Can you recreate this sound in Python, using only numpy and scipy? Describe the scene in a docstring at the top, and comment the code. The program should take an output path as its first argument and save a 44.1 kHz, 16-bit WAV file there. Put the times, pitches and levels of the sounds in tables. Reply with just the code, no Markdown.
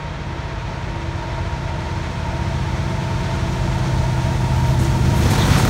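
"""Two throbbing, whining diesel locomotives run up a wooded line with a freight train and reach the trackside.
A two-stroke leads and a four-stroke follows: each exhaust is a set of sines on multiples of one rotation.
Blower, gears and fans are shaken tones, and the woods scatter tones into bands of noise at lower pitches.
The wheel roar is shaped noise that brightens as the air path shrinks, over a low rumble of wagons.
At the end steel scuffs and knocks close by, and the first wheels shudder over the sleepers."""
import sys
import numpy as np
from scipy import signal
from scipy.fft import rfft, irfft, next_fast_len
from scipy.io import wavfile

SR = 44100
rng = np.random.default_rng(int(sys.argv[2]) if len(sys.argv) > 2 else 0)


def store_wav(level_fs):
    """Save 16-bit WAV to argv[1]."""
    pcm = np.round(np.clip(np.atleast_2d(level_fs), -1, 1) * 32767)
    wavfile.write(sys.argv[1], SR, pcm.T.astype(np.int16))


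N = 250929


def from_db(db):
    """Decibels to gain."""
    return 10 ** (np.asarray(db) / 20)


def rms_one(x):
    """Scale to unit rms."""
    return x / np.sqrt(np.mean(np.abs(x) ** 2) + 1e-20)


def in_time(rows):
    """A curve of (time, value) rows, read at every sample."""
    s, values = np.transpose(rows)
    return np.interp(np.arange(N) / SR, s, values)


def at_hz(points, hz):
    """A spectrum in dB, read on a log-frequency axis."""
    knots, db = np.transpose(points)
    return np.interp(np.log(hz + 1), np.log(knots), db)


def noise(gain_at):
    """Unit-rms noise whose spectrum follows a gain function of frequency."""
    size = next_fast_len(N)
    hz = np.arange(size // 2 + 1) * SR / size
    spectrum = rfft(rng.standard_normal(size)) * gain_at(hz)
    return rms_one(irfft(spectrum, size)[:N])


def drift(rate_hz):
    """Slow chance of spread 1, its turns mostly slower than rate_hz."""
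    return noise(lambda hz: np.exp(-(hz / rate_hz) ** 2 / 2) * (hz > 0))


def turning(rate_hz, wander):
    """Phase in radians of a shaft whose speed wanders by a small share."""
    turns = np.cumsum(rate_hz * (1 + wander * drift(1.74))) / SR
    return 2 * np.pi * (turns + rng.random())


# The nose draws level with the listener at ARRIVAL_S; MIDDLE_M is the middle distance for levels.
SPEED_M_PER_S, TRACK_M, MIDDLE_M, ARRIVAL_S = 20, 5, 50, 5.56


def distance_m(behind_m, t=None):
    """Distance to a point behind the nose, at every sample or at the times t."""
    t = np.arange(N) / SR if t is None else t
    along_track_m = SPEED_M_PER_S * (ARRIVAL_S - t) + behind_m
    return np.hypot(along_track_m, TRACK_M)


def approach_db(growth):
    """A source gains a fixed number of decibels each time its distance halves."""
    middle_db, per_halving_db, behind_m = growth
    return middle_db + per_halving_db * np.log2(MIDDLE_M / distance_m(behind_m))


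OPENING_S, OPENING_RISE_S = 5.2, 0.054


def opening(t=None):
    """From 0 to 1 as the first wheels come out from behind the plough."""
    t = np.arange(N) / SR if t is None else t
    return (1 + np.tanh((t - OPENING_S) / (2 * OPENING_RISE_S))) / 2


# Change in the exhaust lines above UPPER_EXHAUST_HZ: time_s, gain_db
UPPER_EXHAUST_GAIN = [(0.0, -5), (1.3, -3.5), (2.8, 2.5), (4.0, 3), (4.7, -0.5), (5.4, 2), (5.69, -1)]
UPPER_EXHAUST_HZ = 165


def engine(phase, rotation_hz, orders, behind_m, fading_db):
    """Exhaust lines on multiples of one rotation grow with nearness; echoes make each fade in and out."""
    out = np.zeros(N)
    for order, middle_db, per_halving_db in orders:
        level_db = approach_db((middle_db, per_halving_db, behind_m))
        level_db = level_db + fading_db * drift(0.65)
        if order > UPPER_EXHAUST_HZ / rotation_hz:
            level_db = level_db + in_time(UPPER_EXHAUST_GAIN)
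        start_phase = 2 * np.pi * rng.random()
        out += from_db(level_db) * np.sin(round(order) * phase + start_phase)
    return np.sqrt(2) * out  # each unfaded line has its level as rms


# Firing note of the leading two-stroke: time_s, level_db
FIRING_LEVEL = [(0.0, -38), (0.6, -35.5), (1.4, -33), (2.0, -37), (2.6, -29), (3.2, -31.5), (3.85, -23),
                (4.3, -23), (4.65, -20), (5.15, -22.5), (5.69, -24.5)]
# Its other exhaust lines: multiple_of_crank_rate, level_db at middle distance, gain_db per halving of distance
LEAD_ORDERS = [(4, -41, 3.5), (5, -32, 2.9), (6, -34.5, 4), (7, -39.5, 6), (9, -33.5, 4.5), (10, -36, 3),
               (11, -40, 3.5), (12, -48, 6.5), (13, -41, 4.5), (15, -49.5, 6.5), (16, -49, 6),
               (22, -57.5, 7.5)]
CRANK_HZ, FIRING_ORDER, LEAD_STACK_M = 15.83, 8, 10


def leading_exhaust():
    """A firm firing note and the throbbing lines around it share one crank."""
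    crank = turning(CRANK_HZ, wander=.001)
    firing = from_db(in_time(FIRING_LEVEL)) * rms_one(np.sin(FIRING_ORDER * crank))
    return firing + engine(crank, CRANK_HZ, LEAD_ORDERS, LEAD_STACK_M, fading_db=1.5)


# Trailing four-stroke: multiple_of_cycle_rate, level_db at middle distance, gain_db per halving of distance
TRAILING_ORDERS = [(5, -32.5, 2.5), (6, -35.5, 5), (7, -38, 4), (8, -37.5, 6), (9, -39, 3.5),
                   (11, -31.5, 8), (12, -38.5, 8.5), (15, -36, 8.5), (20, -36, 7.5)]
TRAILING_CYCLE_HZ, TRAILING_STACK_M = 9.18, 30


def trailing_exhaust():
    """The second engine throbs on multiples of its own slower cycle, further down the train."""
    cycle = turning(TRAILING_CYCLE_HZ, wander=.001)
    return engine(cycle, TRAILING_CYCLE_HZ, TRAILING_ORDERS, TRAILING_STACK_M, fading_db=2.0)


# Turbulent exhaust gas and shaking bodywork, before the gain below: time_s, level_db
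RUMBLE_CURVE = [(0.0, -45.5), (1.3, -42), (2.7, -38.5), (4.2, -36.5), (5.1, -29), (5.35, -28), (5.69, -28)]
# Its spectrum: freq_hz, relative_db per Hz
RUMBLE_COLOUR = [(30, -13), (60, 0), (95, 5), (130, 2), (180, -1.5), (230, -6), (320, -7), (450, -13),
                 (900, -51)]
RUMBLE_GAIN_DB = 4.5


def exhaust_rumble():
    """Turbulent gas and shaking bodywork give low noise."""
    level_db = in_time(RUMBLE_CURVE) + RUMBLE_GAIN_DB
    return from_db(level_db) * noise(lambda hz: from_db(at_hz(RUMBLE_COLOUR, hz)))


def whine(pitch_hz, wander, flutter_db):
    """A unit-rms machine tone, shaken in pitch and level by moving air."""
    shaken = turning(pitch_hz * (1 + wander * drift(12)), wander / 2)
    return rms_one(np.sin(shaken) * from_db(flutter_db * drift(15)))


# Blower hum, before the gain below: time_s, level_db
BLOWER_CURVE = [(0.0, -54), (0.15, -55), (0.32, -41), (0.6, -45.5), (0.78, -52), (0.98, -36), (1.55, -45),
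                (1.97, -39.5), (2.2, -52), (2.42, -38.5), (3.2, -41.5), (3.5, -37.5), (4.4, -38),
                (4.55, -42), (4.85, -32), (5.69, -38)]
BLOWER_GAIN_DB = 0.46


def blower():
    """The blower hums on one low tone that swells and sinks."""
    return from_db(in_time(BLOWER_CURVE) + BLOWER_GAIN_DB) * whine(332, wander=.003, flutter_db=1.6)


# Low gear whine, before the gain below: time_s, level_db
LOW_GEAR_CURVE = [(0.0, -42), (0.25, -51.5), (0.5, -40), (0.8, -52), (1.25, -38.5), (1.8, -41.5),
                  (2.0, -46), (2.3, -36), (2.7, -45), (3.0, -39), (3.7, -38), (4.0, -44), (4.75, -40),
                  (5.0, -56), (5.69, -40)]
LOW_GEAR_GAIN_DB = -2
# High gear whine: level_db at middle distance, gain_db per halving of distance, behind_nose_m
HIGH_GEAR_GROWTH = (-40, 1.6, 12)
# Swelling and sinking of the high whine and the echoes, as the air carries them: time_s, gain_db
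AIR_CARRY = [(0.0, 1), (0.22, -2), (0.75, 0.5), (1.05, -3.5), (1.3, 3.5), (1.58, -0.5), (1.75, 2.5),
             (2.0, -3), (2.25, 1), (2.6, -2), (3.2, 0), (5.69, 0)]


def gears():
    """A low and a high gear tone; the high one grows with nearness and fades with the air."""
    low = whine(663.7, wander=.0022, flutter_db=1.8)
    high = whine(938.5, wander=.008, flutter_db=1.6)
    low_db = in_time(LOW_GEAR_CURVE) + LOW_GEAR_GAIN_DB
    high_db = approach_db(HIGH_GEAR_GROWTH) + in_time(AIR_CARRY)
    return from_db(low_db) * low + from_db(high_db) * high


# Tones of the cooling fans: pitch_hz, relative_db
FAN_TONES = [(375, 2.5), (455, -4), (746, 2.5)]
# Their common level: level_db at middle distance, gain_db per halving of distance, behind_nose_m
FAN_GROWTH = (-55.5, 6.6, 7)


def fans():
    """Cooling fans add fluttering tones that grow as the distance halves."""
    tones = sum(from_db(db) * whine(hz, wander=.002, flutter_db=2.0) for hz, db in FAN_TONES)
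    return from_db(approach_db(FAN_GROWTH)) * tones


def scattered(pitch_hz, spread, slope_db):
    """Echoes from trees beside and behind the train lose its Doppler rise and fill a band below the tone."""
    def skirt(hz):
        below = (1 - hz / pitch_hz) / spread  # 0 at the tone, 1 at the foot of the band
        band_edges = 1 / (1 + np.abs(2 * below - 1) ** 10)
        return from_db(slope_db * np.clip(below, 0, 1)) * band_edges
    return noise(skirt)


# Tones that come back from the woods: pitch_hz, relative_db
WOODS_TONES = [(378, -10), (667, -5), (750, -12), (955, -0.5), (1450, -12)]
# Common level of the echoes, before the carry of the air: time_s, level_db
WOODS_CURVE = [(0, -43), (2, -37.5), (3.5, -36), (5, -33), (5.69, -36.5)]


def woods_echoes():
    """The trees return machine tones as bands of noise, swelling and sinking with the air."""
    echoes = sum(from_db(db) * scattered(hz, spread=0.11, slope_db=-3.5) for hz, db in WOODS_TONES)
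    return from_db(in_time(WOODS_CURVE) + in_time(AIR_CARRY)) * echoes


# Treble at 10 kHz: its level at middle distance and what nearness and the open running gear add
TREBLE_DB, AIR_DB_PER_M, TREBLE_PER_HALVING_DB, OPEN_TREBLE_DB = -2, 0.156, 0.6, 0.5


def treble_db(t=None):
    """Treble at 10 kHz: less is lost to air and ground as the train nears."""
    metres = distance_m(0, t)
    air_db = AIR_DB_PER_M * (MIDDLE_M - metres)
    halving_db = TREBLE_PER_HALVING_DB * np.log2(MIDDLE_M / metres)
    return TREBLE_DB + air_db + halving_db + OPEN_TREBLE_DB * opening(t)


# Wheels rolling on rail, before the treble change with distance: freq_hz, relative_db per Hz
ROLLING_COLOUR = [(150, 4), (380, 4), (520, 4.5), (800, 2.5), (1200, 6), (1400, 2), (2000, 0), (2600, -3),
                  (3500, -5), (6200, -10.5), (9000, -19.5), (11000, -26.5), (13500, -33), (16000, -31)]
# The rails sing ahead of the train: once that stretch arrives, the roar's base level stops growing with
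# nearness, though its treble still brightens and the open running gear adds more.
ROAR_DB, SINGING_RAIL_M, ROAR_LOSS_DB_PER_M, OPEN_ROAR_DB = -25, 46, 0.0366, 6


def rolling():
    """Rail roar: air swallows treble in proportion to frequency, less so as the train nears."""
    hz, t, grain = signal.stft(rng.standard_normal(N), SR, nperseg=1024)
    beyond_m = np.maximum(distance_m(0, t) - SINGING_RAIL_M, 0)
    roar_db = ROAR_DB - ROAR_LOSS_DB_PER_M * beyond_m + OPEN_ROAR_DB * opening(t)
    colour_db = at_hz(ROLLING_COLOUR, hz)[:, None]
    treble_share = np.clip((hz - 1900) / 8100, 0, 1.5)  # 0 up to 1.9 kHz, 1 at 10 kHz
    air_db = np.outer(treble_share, treble_db(t))
    roar = signal.istft(grain * from_db(colour_db + air_db + roar_db), SR)[1][:N]
    return roar * from_db(0.5 * drift(19))


# The long line of wagons shakes the ground: freq_hz, relative_db per Hz
WAGON_COLOUR = [(12, -40), (28, -22), (45, -4.5), (80, 2.5), (110, -1.5), (170, -12), (300, -34),
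                (700, -75.5)]
# Its level: level_db at middle distance, gain_db per halving of distance, behind_nose_m
WAGON_GROWTH = (-29, 3.5, 31)


def wagons():
    """The long line of wagons is a low rumble that grows slowly."""
    return from_db(approach_db(WAGON_GROWTH)) * noise(lambda hz: from_db(at_hz(WAGON_COLOUR, hz)))


# Ringing modes of the steel trucks: freq_hz, width_hz, relative_db
TRUCK_MODES = [(246, 41, 10), (490, 120, 5.5), (750, 120, -6), (1140, 250, 10), (1440, 260, 3),
               (1900, 140, 0.5), (3300, 420, -13), (4260, 440, -16), (6300, 1500, -20), (12500, 4800, -4)]
# Rattle, before the opening: level_db at middle distance, gain_db per halving of distance, behind_nose_m
RATTLE_GROWTH = (-57.5, 7.85, 0)
OPEN_RATTLE_DB = 6


def rattle(per_s, spread_db):
    """Dense uneven blows ring briefly in the steel of the trucks."""
    strength_db = spread_db * np.minimum(rng.exponential(1, N), 3)
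    blows = (rng.random(N) < per_s / SR) * from_db(strength_db)
    out = np.zeros(N)
    for hz, width_hz, db in TRUCK_MODES:
        r = np.exp(-np.pi * width_hz / SR)
        resonance = [1, -2 * r * np.cos(2 * np.pi * hz / SR), r * r]
        struck = blows * rng.standard_normal(N) + 1e-18
        out += from_db(db) * rms_one(signal.lfilter([1, 0, -1], resonance, struck))
    return from_db(approach_db(RATTLE_GROWTH) + OPEN_RATTLE_DB * opening()) * rms_one(out)


# Wheels scuffing the rail close by:
# start_s, level_db before rise and fade, centre_hz, width_octaves, rise_s, fade_s
SCUFFS = [(4.54, -52, 12300, .12, 0.022, .07), (4.66, -50, 12600, 0.14, .012, .06),
          (4.786, -35.5, 7460, .45, 0.008, 0.066), (4.8, -45, 12500, .15, .012, .04),
          (4.842, -31, 6500, .3, .005, 0.014), (5.14, -26, 11000, 0.49, 0.097, 0.046),
          (5.3, -27, 8500, 0.54, .008, 0.021), (5.365, -20, 3600, 0.22, 0.051, .04),
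          (5.405, -14.5, 3530, 0.12, 0.011, 0.014), (5.501, -19.5, 2450, 0.95, 0.024, 0.058),
          (5.572, -22, 7500, 0.45, 0.019, 0.026)]


def scuffs():
    """Short rushes of steel sliding on steel are bands of noise that rise and die away."""
    out = np.zeros(N)
    for start_s, db, centre_hz, octaves, rise_s, fade_s in SCUFFS:
        age = np.maximum(np.arange(N) / SR - start_s, 0)
        rush = noise(lambda hz: np.exp(-(np.log2((hz + 1) / centre_hz) / octaves) ** 2 / 2))
        envelope = (1 - np.exp(-age / rise_s)) * np.exp(-age / fade_s)
        out += from_db(db) * rush * envelope
    return out


SLEEPER_M = .49  # spacing of the beat along the track


def sleeper_beat(depth_db):
    """Close by, the wheels are heard to shudder as they cross each sleeper."""
    beat = np.sin(turning(SPEED_M_PER_S / SLEEPER_M, wander=.02))
    lowering_db = depth_db ** 2 / 10  # a deeper beat is set lower, against its louder peaks
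    return from_db(opening() * (depth_db * beat - lowering_db))


# Knocks in the running gear: start_s, peak_db, centre_hz
KNOCKS = [(5.257, -12, 500), (5.314, -15, 350), (5.443, -15, 950), (5.563, -11, 1210)]
KNOCK_DB_PER_OCTAVE = 15


def knocks():
    """Single blows in the running gear; each rings most the truck modes near its own pitch."""
    out = np.zeros(N)
    age = np.arange(SR // 10) / SR
    for start_s, peak_db, centre_hz in KNOCKS:
        blow = np.zeros(len(age))
        for hz, width_hz, mode_db in TRUCK_MODES:
            level_db = mode_db - KNOCK_DB_PER_OCTAVE * abs(np.log2(hz / centre_hz))
            ring = np.sin(2 * np.pi * hz * age) * np.exp(-np.pi * width_hz * age / 2)
            blow += from_db(level_db) * rng.choice([-1, 1]) * ring
        start = int(start_s * SR)
        out[start:start + len(age)] += (from_db(peak_db) * blow / np.abs(blow).max())[:N - start]
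    return out


def scene():
    """The whole train, heard from one spot at the trackside."""
    exhausts = leading_exhaust() + trailing_exhaust() + exhaust_rumble()
    machinery = blower() + gears() + fans() + woods_echoes()
    roar = rolling() * sleeper_beat(depth_db=.6)
    trucks = rattle(per_s=550, spread_db=2.8) * sleeper_beat(depth_db=4)
    wheels = roar + trucks + scuffs() + knocks()
    return (exhausts + machinery + wheels + wagons())[None]


# Hollows in the microphone's response: centre_hz, width_hz, gain_db
MICROPHONE_HOLLOWS = [(1184, 132, -4), (2870, 145, -3), (4900, 190, -3.5), (7600, 460, -1.5),
                      (10400, 400, -4)]
CUTOFF_HZ = 15720


def record(dry):
    """The microphone colours the treble and sheds the deepest bass; peaks are rounded and the top is cut."""
    size = next_fast_len(2 * N)
    hz = np.arange(size // 2 + 1) * SR / size
    hollows_db = sum(db * np.exp(-((hz - centre) / width) ** 2) for centre, width, db in MICROPHONE_HOLLOWS)
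    coloured = irfft(rfft(dry, size) * from_db(hollows_db), size)[:, :N]
    thinned = signal.sosfilt(signal.butter(4, 24, "high", fs=SR, output="sos"), coloured)
    rounded = 1.57 * np.tanh(thinned / 1.427)
    return signal.sosfilt(signal.ellip(12, .1, 90, CUTOFF_HZ, fs=SR, output="sos"), rounded)


dry = scene()
out = record(dry)
store_wav(out)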